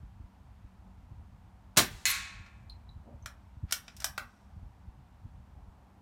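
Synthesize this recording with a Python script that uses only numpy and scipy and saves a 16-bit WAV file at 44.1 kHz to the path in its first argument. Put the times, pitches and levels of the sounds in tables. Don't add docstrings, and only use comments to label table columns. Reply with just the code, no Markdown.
import sys
import numpy as np
from scipy import signal
from scipy.fft import rfft, irfft, next_fast_len
from scipy.io import wavfile
from scipy.ndimage import uniform_filter1d

SR = 44100
rng = np.random.default_rng(int(sys.argv[2]) if len(sys.argv) > 2 else 0)


def to_wav(s):
    ch = np.atleast_2d(s).T
    pcm = np.round(np.clip(ch, -1, 1) * 32767)
    wavfile.write(sys.argv[1], SR, pcm.astype(np.int16))


N = 265305
TIME = np.arange(N) / SR
AGE = TIME[:int(1.2 * SR)]

# (time [s], level [dB], fade time [s], tilt [dB/octave])
AIR_BLASTS = [(1.7733, -13, 0.06, 0), (1.7830, -25, .03, 0.0045)]
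# (time [s], level [dB], fade time [s], tilt [dB/octave])
PELLET_HITS = [(2.0544, -20, .005, 0), (2.0620, -26, .006, 1), (2.1036, -27, .006, 0),
               (2.1350, -32, .008, -3)]
SHOT_S, HIT_S = AIR_BLASTS[0][0], PELLET_HITS[0][0]


def shot():
    # (time [s], level [dB], fade time [s], tilt [dB/octave])
    hammer_blows = [(1.764, -40, 0.092, -2.5), (1.7705, -13, 0.0016, -3), (1.7715, -15.5, 0.0031, -0.5)]
    # (frequency [Hz], relative level [dB])
    shot_colour = [(35, -30), (70, -4), (270, -2), (480, -11), (900, -5.5), (1130, -6), (1500, -3),
                   (2100, -3.5), (3000, -5), (4000, -3), (4900, -6), (7000, -4), (10500, -10), (16000, -14)]
    out = np.zeros(N)
    for s, db, fade_s, tilt in hammer_blows + AIR_BLASTS:
        add(out, s, from_db(db) * burst(shot_colour, fade_s, tilt))
    return out


def rifle_ring_and_boom(boom_db=-17, boom_rise_s=.022, boom_fade_s=0.13):
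    # (pitch [Hz], level [dB], fade time [s])
    rifle_notes = [(1074, -27, 0.13), (614.3, -32, 0.22), (3494, -34, 0.15), (4041, -27, 0.14),
                   (5644, -28.5, 0.21), (7500, -32, 0.081), (9120, -30, 0.11)]
    # (frequency [Hz], relative level [dB])
    boom_colour = [(40, -13), (85, 2), (160, -5.5), (265, 5), (490, -9), (660, 2), (1100, -4), (2200, -15),
                   (8000, -46)]
    out = np.zeros(N)
    loudness = (1 - np.exp(-(AGE / boom_rise_s) ** 2)) * fade(boom_fade_s)
    boom = colour(rng.standard_normal(len(AGE)) * loudness, boom_colour)
    add(out, SHOT_S, from_db(boom_db) * boom + ring(rifle_notes))
    return out


def pellet_splat(splat_db=-24):
    # (frequency [Hz], relative level [dB])
    crack_colour = [(200, -44), (900, 2), (7000, 7), (16000, -11)]
    # (frequency [Hz], relative level [dB])
    splat_colour = [(1000, -20.5), (5000, -3), (6800, 13), (8200, -1), (10000, -41)]
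    out = np.zeros(N)
    for s, db, fade_s, tilt in PELLET_HITS:
        add(out, s, from_db(db) * burst(crack_colour, fade_s, tilt))
    add(out, HIT_S, from_db(splat_db) * burst(splat_colour, fade_s=0.049))
    return out


def spinner_clang(crowd_db=-31, wash_db=-28, notes_db=-3):
    # (pitch [Hz], relative level [dB], fade time [s])
    spinner_notes = [(1098, -47.5, 1), (1450, -55, .7), (1600, -39, 0.48), (1620, -53, 0.58),
                     (2014, -25.5, 0.19), (2060, -48, 0.43), (2114, -29, 0.21), (2354, -37.5, 1),
                     (2547, -34, 0.88), (2557, -44, 0.42), (2910, -29.5, 0.2), (3500, -44, .65),
                     (3430, -48.5, 0.55), (3990, -44, 0.66), (4180, -32.5, 0.55), (4370, -31.5, 0.32),
                     (4340, -74, .5), (5470, -44, .6), (6000, -39, 0.38), (6770, -49.5, 0.794)]
    # (frequency [Hz], relative level [dB])
    clang_colour = [(200, -17.5), (550, -22), (850, -12), (1300, -3), (2200, 7.5), (3100, -0.5), (4000, 7),
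                    (5000, 0), (7000, 2.5), (9500, 0), (12000, -2), (16000, -6.5)]
    # (frequency [Hz], fade time [s])
    clang_fades = [(300, 1), (1200, 1), (2300, 0.9), (4000, 0.69), (7000, 0.56), (10000, 0.4),
                   (14000, 0.29)]
    out = np.zeros(N)
    crowd = from_db(crowd_db) * dying_noise(clang_fades, notes_per_hz=0.092)
    wash = from_db(wash_db) * dying_noise(clang_fades) * fade(3.3)
    clang = colour(crowd + wash, clang_colour) + from_db(notes_db) * ring(spinner_notes)
    spreading = 1 - 0.19 * fade(0.064)
    add(out, HIT_S, clang * spreading)
    return out


def lead_spray(db=-33, start_hz=17400, end_hz=11200, drop_hz_per_s=105000):
    pitch = np.clip(start_hz - drop_hz_per_s * (TIME - HIT_S), end_hz, start_hz)
    loudness = from_db(db) * swell(2.112, rise_s=.023, fall_s=.010) * (TIME > HIT_S)
    return loudness * narrow_noise(pitch, width_hz=1900)


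def bolt_action(steel_ring_db=-8, stock_ring_db=-7, bounce_s=.002, bounce_db=-2.5):
    # (time [s], steel level [dB], stock level [dB], steel tilt [dB/octave])
    contacts = [(2.462, -58, -56.5, -13), (3.2594, -38.5, -36.5, 0), (3.7100, -37.5, -44, 0),
                (3.7235, -17.5, -27.5, 1), (3.88, -44.5, -47.5, -11.5), (3.966, -47, -71, 2.5),
                (4.0019, -40.5, -59, 1.5), (4.0210, -46, -44, 4), (4.0435, -22, -29, 3.5),
                (4.178, -39, -27, 8)]
    # (frequency [Hz], relative level [dB])
    steel_colour = [(300, -32), (1200, -16.5), (2400, -1.5), (3100, -0.5), (4600, -1), (5600, 8),
                    (6600, -1.5), (8200, -1.5), (10500, -7), (12700, -6.5), (16000, -17.5)]
    stock_colour = [(120, -35), (300, -15), (450, -19), (650, -2), (950, -4.5), (1450, 4.5), (1850, -1.5),
                    (2500, -6.5), (4000, -7.5), (9000, -24.5), (16000, -33)]
    # (pitch [Hz], relative level [dB], fade time [s])
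    steel_notes = [(2330, -28, .1), (3710, -33, .1), (5560, -28, .22), (6400, -35, .1)]
    stock_notes = [(1310, -25, 0.1), (1470, -22.5, 0.057)]
    # (peak time [s], level [dB])
    slides = [(3.705, -58.5), (4.018, -55)]
    out = np.zeros(N)
    steel_ring, stock_ring = ring(steel_notes), ring(stock_notes)
    for s, steel_db, stock_db, tilt in contacts:
        fade_s = .011 * np.exp(-0.0166 * steel_db)
        bounce_delay = bounce_s * rng.uniform(.5, 2)
        for delay, db in ((0, 0), (bounce_delay, bounce_db)):
            add(out, s + delay, from_db(steel_db + db) * burst(steel_colour, fade_s, tilt))
            add(out, s + delay, from_db(stock_db + db) * burst(stock_colour, fade_s))
        add(out, s, from_db(steel_db + steel_ring_db) * steel_ring)
        add(out, s, from_db(stock_db + stock_ring_db) * stock_ring)
    return out + sliding(slides, stock_colour, rise_s=0.021, fall_s=0.014)


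def handling(note_db=-3.0, tick_db=-2.0):
    # (time [s], pitch [Hz], relative level [dB], note's fade time [s])
    tinks = [(2.6970, 4140, -40.5, .04), (2.6965, 9300, -65, .035), (2.8910, 3950, -55, .04),
             (3.2240, 6200, -61, .03)]
    # (peak time [s], level [dB])
    rubs = [(3.072, -50.5)]
    # (frequency [Hz], relative level [dB])
    rub_colour = [(90, -8), (220, 13), (390, -7), (500, -2), (565, 7), (660, 0), (850, -6), (1400, -31),
                  (8000, -57)]
    out = np.zeros(N)
    for s, hz, db, fade_s in tinks:
        tick_colour = [(.6 * hz, -45), (.92 * hz, -18), (hz, 0), (1.08 * hz, -18), (1.5 * hz, -45)]
        add(out, s, from_db(db + tick_db) * burst(tick_colour, fade_s=0.031))
        add(out, s, ring([(hz, db + note_db, fade_s)]) * (1 - fade(0.0045)))
    return out + sliding(rubs, rub_colour, rise_s=.011, fall_s=0.049)


def sliding(strokes, spectrum, rise_s, fall_s):
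    pressure = sum(from_db(db) * swell(s, rise_s, fall_s) for s, db in strokes)
    return pressure * colour(rng.standard_normal(N), spectrum)


def with_echoes(sound, shelter_db, field_db, first_echo_s=0.002664):
    # (frequency [Hz], fade time [s])
    shelter_fades = [(100, 0.34), (500, 0.245), (2000, 0.2261), (6000, 0.1435), (14000, 0.19)]
    field_fades = [(100, .7), (1000, 1.2), (4000, 0.97), (8000, 1.6), (14000, 0.93)]
    # (frequency [Hz], relative level [dB])
    field_colour = [(100, -5.5), (500, 0.5), (1200, 2), (2400, 1.5), (4000, 1), (7000, -7), (14000, -9)]
    near = even(dying_noise(shelter_fades), evenness=0.33) * np.clip(AGE / first_echo_s - .5, 0, 1)
    far = colour(dying_noise(field_fades) * (1 - fade(0.069)), field_colour)
    echoes = from_db(shelter_db) * near / np.linalg.norm(near)
    echoes += from_db(field_db) * far / np.linalg.norm(far)
    return sound + signal.fftconvolve(sound, echoes)[:N]


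def fence_echo(sound, delay_s=.04, echo_db=-14):
    # (frequency [Hz], relative level [dB])
    board_colour = [(300, -9), (1200, 4), (2500, -8), (5000, -32.0), (12000, -13.0)]
    out = np.zeros(N)
    smear = burst(board_colour, fade_s=0.1)
    add(out, delay_s, signal.fftconvolve(sound, smear / np.linalg.norm(smear))[:N])
    return from_db(echo_db) * out


def wind(wander_db=3.5, sag_s=0.023, swirl_db=-17.5):
    # (time [s], level [dB])
    strength = [(0, -52), (0.33, -62), (0.5, -50), (0.78, -60), (0.95, -52.5), (1.3, -52.5), (1.5, -58),
                (1.85, -50.5), (2.2, -56), (3.0, -52), (3.9, -56), (4.22, -53), (4.34, -63.5),
                (4.58, -49.5), (4.92, -59), (5.3, -53), (6.02, -57.5)]
    # (peak time [s], level [dB], pitch at the peak [Hz])
    puffs = [(0.037, -40, 104), (0.206, -39, 91), (0.246, -41.5, 70.5), (0.649, -40.5, 72),
             (1.122, -38, 91.5), (2.406, -38.5, 85), (2.967, -40.5, 86.2), (3.147, -39.5, 100),
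             (3.577, -42, 100), (3.640, -27.5, 95), (4.571, -42, 112), (4.625, -43.5, 61.9),
             (4.884, -38, 77), (5.256, -36.5, 90), (5.683, -42.5, 68)]
    # (frequency [Hz], relative level [dB])
    rumble_colour = [(15, -42), (30, -12), (55, 2.5), (100, -2), (125, -8.5), (170, -15.5), (260, -29.5),
                     (400, -39.5), (1500, -79.5)]
    swirl_colour = [(60, -11), (150, 2.5), (280, -4), (450, -24), (1200, -60)]
    rumble = colour(rng.standard_normal(N), rumble_colour)
    swirls = from_db(swirl_db) * colour(rng.standard_normal(N), swirl_colour)
    rumble /= np.sqrt(uniform_filter1d(rumble ** 2, size=2500))
    rumble_db = np.interp(TIME, *np.transpose(strength)) + wander_db * wander(step_s=.05)
    out = from_db(rumble_db) * rumble
    for s, db, hz in puffs:
        cycles = hz * sag_s * (1 - np.exp(np.minimum((s - TIME) / sag_s, 2)))
        push = from_db(db) * swell(s, rise_s=0.0074, fall_s=0.014)
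        out += push * (np.sin(2 * np.pi * cycles) + swirls)
    return out


def distant_hum_and_air(air_db=-66.63, swell_db=1.78):
    # (pitch [Hz], level [dB])
    hum_notes = [(189.5, -67.5), (212, -74), (236, -74.5), (283, -80)]
    # (frequency [Hz], relative level [dB])
    air_colour = [(150, -29.5), (250, -4), (308, -8.5), (436, -12.5), (597, -10.5), (735, -5), (955, -5.5),
                  (1120, -10.5), (1980, -19), (3460, -25), (4900, -29), (9330, -34), (10400, -36.5),
                  (14400, -36.5), (16000, -50.5)]
    hum = sum(from_db(db) * narrow_noise(hz, width_hz=14) for hz, db in hum_notes)
    gain = from_db(swell_db * wander(step_s=0.17))
    air = from_db(air_db) * colour(rng.standard_normal(N), air_colour)
    low_air = signal.sosfilt(signal.butter(2, 1500, fs=SR, output="sos"), air)
    return hum + air + (gain - 1) * low_air


def burst(spectrum, fade_s, tilt=0):
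    count = SR // 10
    pulses = rng.choice([-1, 1], count) * fade(fade_s)[:count]
    return colour(even(pulses), spectrum, tilt)


def ring(notes):
    return sum(from_db(db) * fade(fade_s) * np.sin(2 * np.pi * (hz * AGE + rng.random()))
               for hz, db, fade_s in notes)


def dying_noise(fades, notes_per_hz=None):
    hz = np.maximum(np.fft.rfftfreq(len(AGE), 1 / SR), 100)
    spectrum = rfft(rng.standard_normal(len(AGE)))
    if notes_per_hz:
        chosen = rng.random(len(hz)) < notes_per_hz / AGE[-1]
        spectrum *= unit_level(chosen.astype(float))
    band = 2 ** (np.round(4 * np.log2(hz)) / 4)
    return sum(irfft(spectrum * (band == centre), len(AGE)) * fade(at_hz(fades, centre))
               for centre in np.unique(band))


def narrow_noise(hz, width_hz):
    smoothing = signal.butter(2, width_hz / 2, fs=SR, output="sos")
    slow = signal.sosfilt(smoothing, rng.standard_normal((2, N)))
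    phase = 2 * np.pi * np.cumsum(hz * np.ones(N)) / SR
    return unit_level(slow[0] * np.cos(phase) + slow[1] * np.sin(phase))


def colour(sound, spectrum, tilt=0):
    size = 2 * next_fast_len(len(sound) // 2 + 512, True)
    hz = np.maximum(np.fft.rfftfreq(size, 1 / SR), 1)
    gain = unit_level(from_db(at_hz(spectrum, hz) + tilt * np.log2(1 + hz / 1000)))
    cepstrum = irfft(np.log(gain + 1e-9))
    cepstrum[1:size // 2] *= 2
    cepstrum[size // 2 + 1:] = 0
    return irfft(rfft(sound, size) * np.exp(rfft(cepstrum)))[:len(sound)]


def even(sound, evenness=.8):
    spectrum = rfft(sound, 2 * len(sound))
    evened = irfft(spectrum / (np.abs(spectrum) + 1e-9) ** evenness)[:len(sound)]
    return evened * np.linalg.norm(sound) / np.linalg.norm(evened)


def swell(s, rise_s, fall_s):
    away = (TIME - s) / np.where(TIME < s, rise_s, fall_s)
    return np.exp(-np.minimum(away ** 2, 20))


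def wander(step_s):
    return np.interp(TIME / step_s, np.arange(N), rng.standard_normal(N))


def fade(fade_s):
    return from_db(-60 * AGE / fade_s)


def add(track, s, sound):
    start = round(s * SR)
    track[start:start + len(sound)] += sound[:N - start]


def at_hz(points, hz):
    known, values = np.transpose(points)
    return np.interp(np.log(np.maximum(hz, 1)), np.log(known), values)


def from_db(db):
    return np.exp(np.asarray(db) * (np.log(10) / 20))


def unit_level(x):
    return x / np.sqrt(np.mean(x ** 2) + 1e-20)


def scene():
    rifle = with_echoes(shot(), shelter_db=0.5, field_db=-23.0) + rifle_ring_and_boom()
    reloading = with_echoes(bolt_action() + handling(), shelter_db=-4.0, field_db=-28.0)
    target = pellet_splat() + spinner_clang() + lead_spray()
    return (rifle + reloading + target + fence_echo(target) + wind() + distant_hum_and_air())[None]


def record(dry):
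    cutoff_hz = 16200
    return signal.sosfilt(signal.ellip(10, .1, 80, cutoff_hz, fs=SR, output="sos"), dry)


dry = scene()
out = record(dry)
to_wav(out)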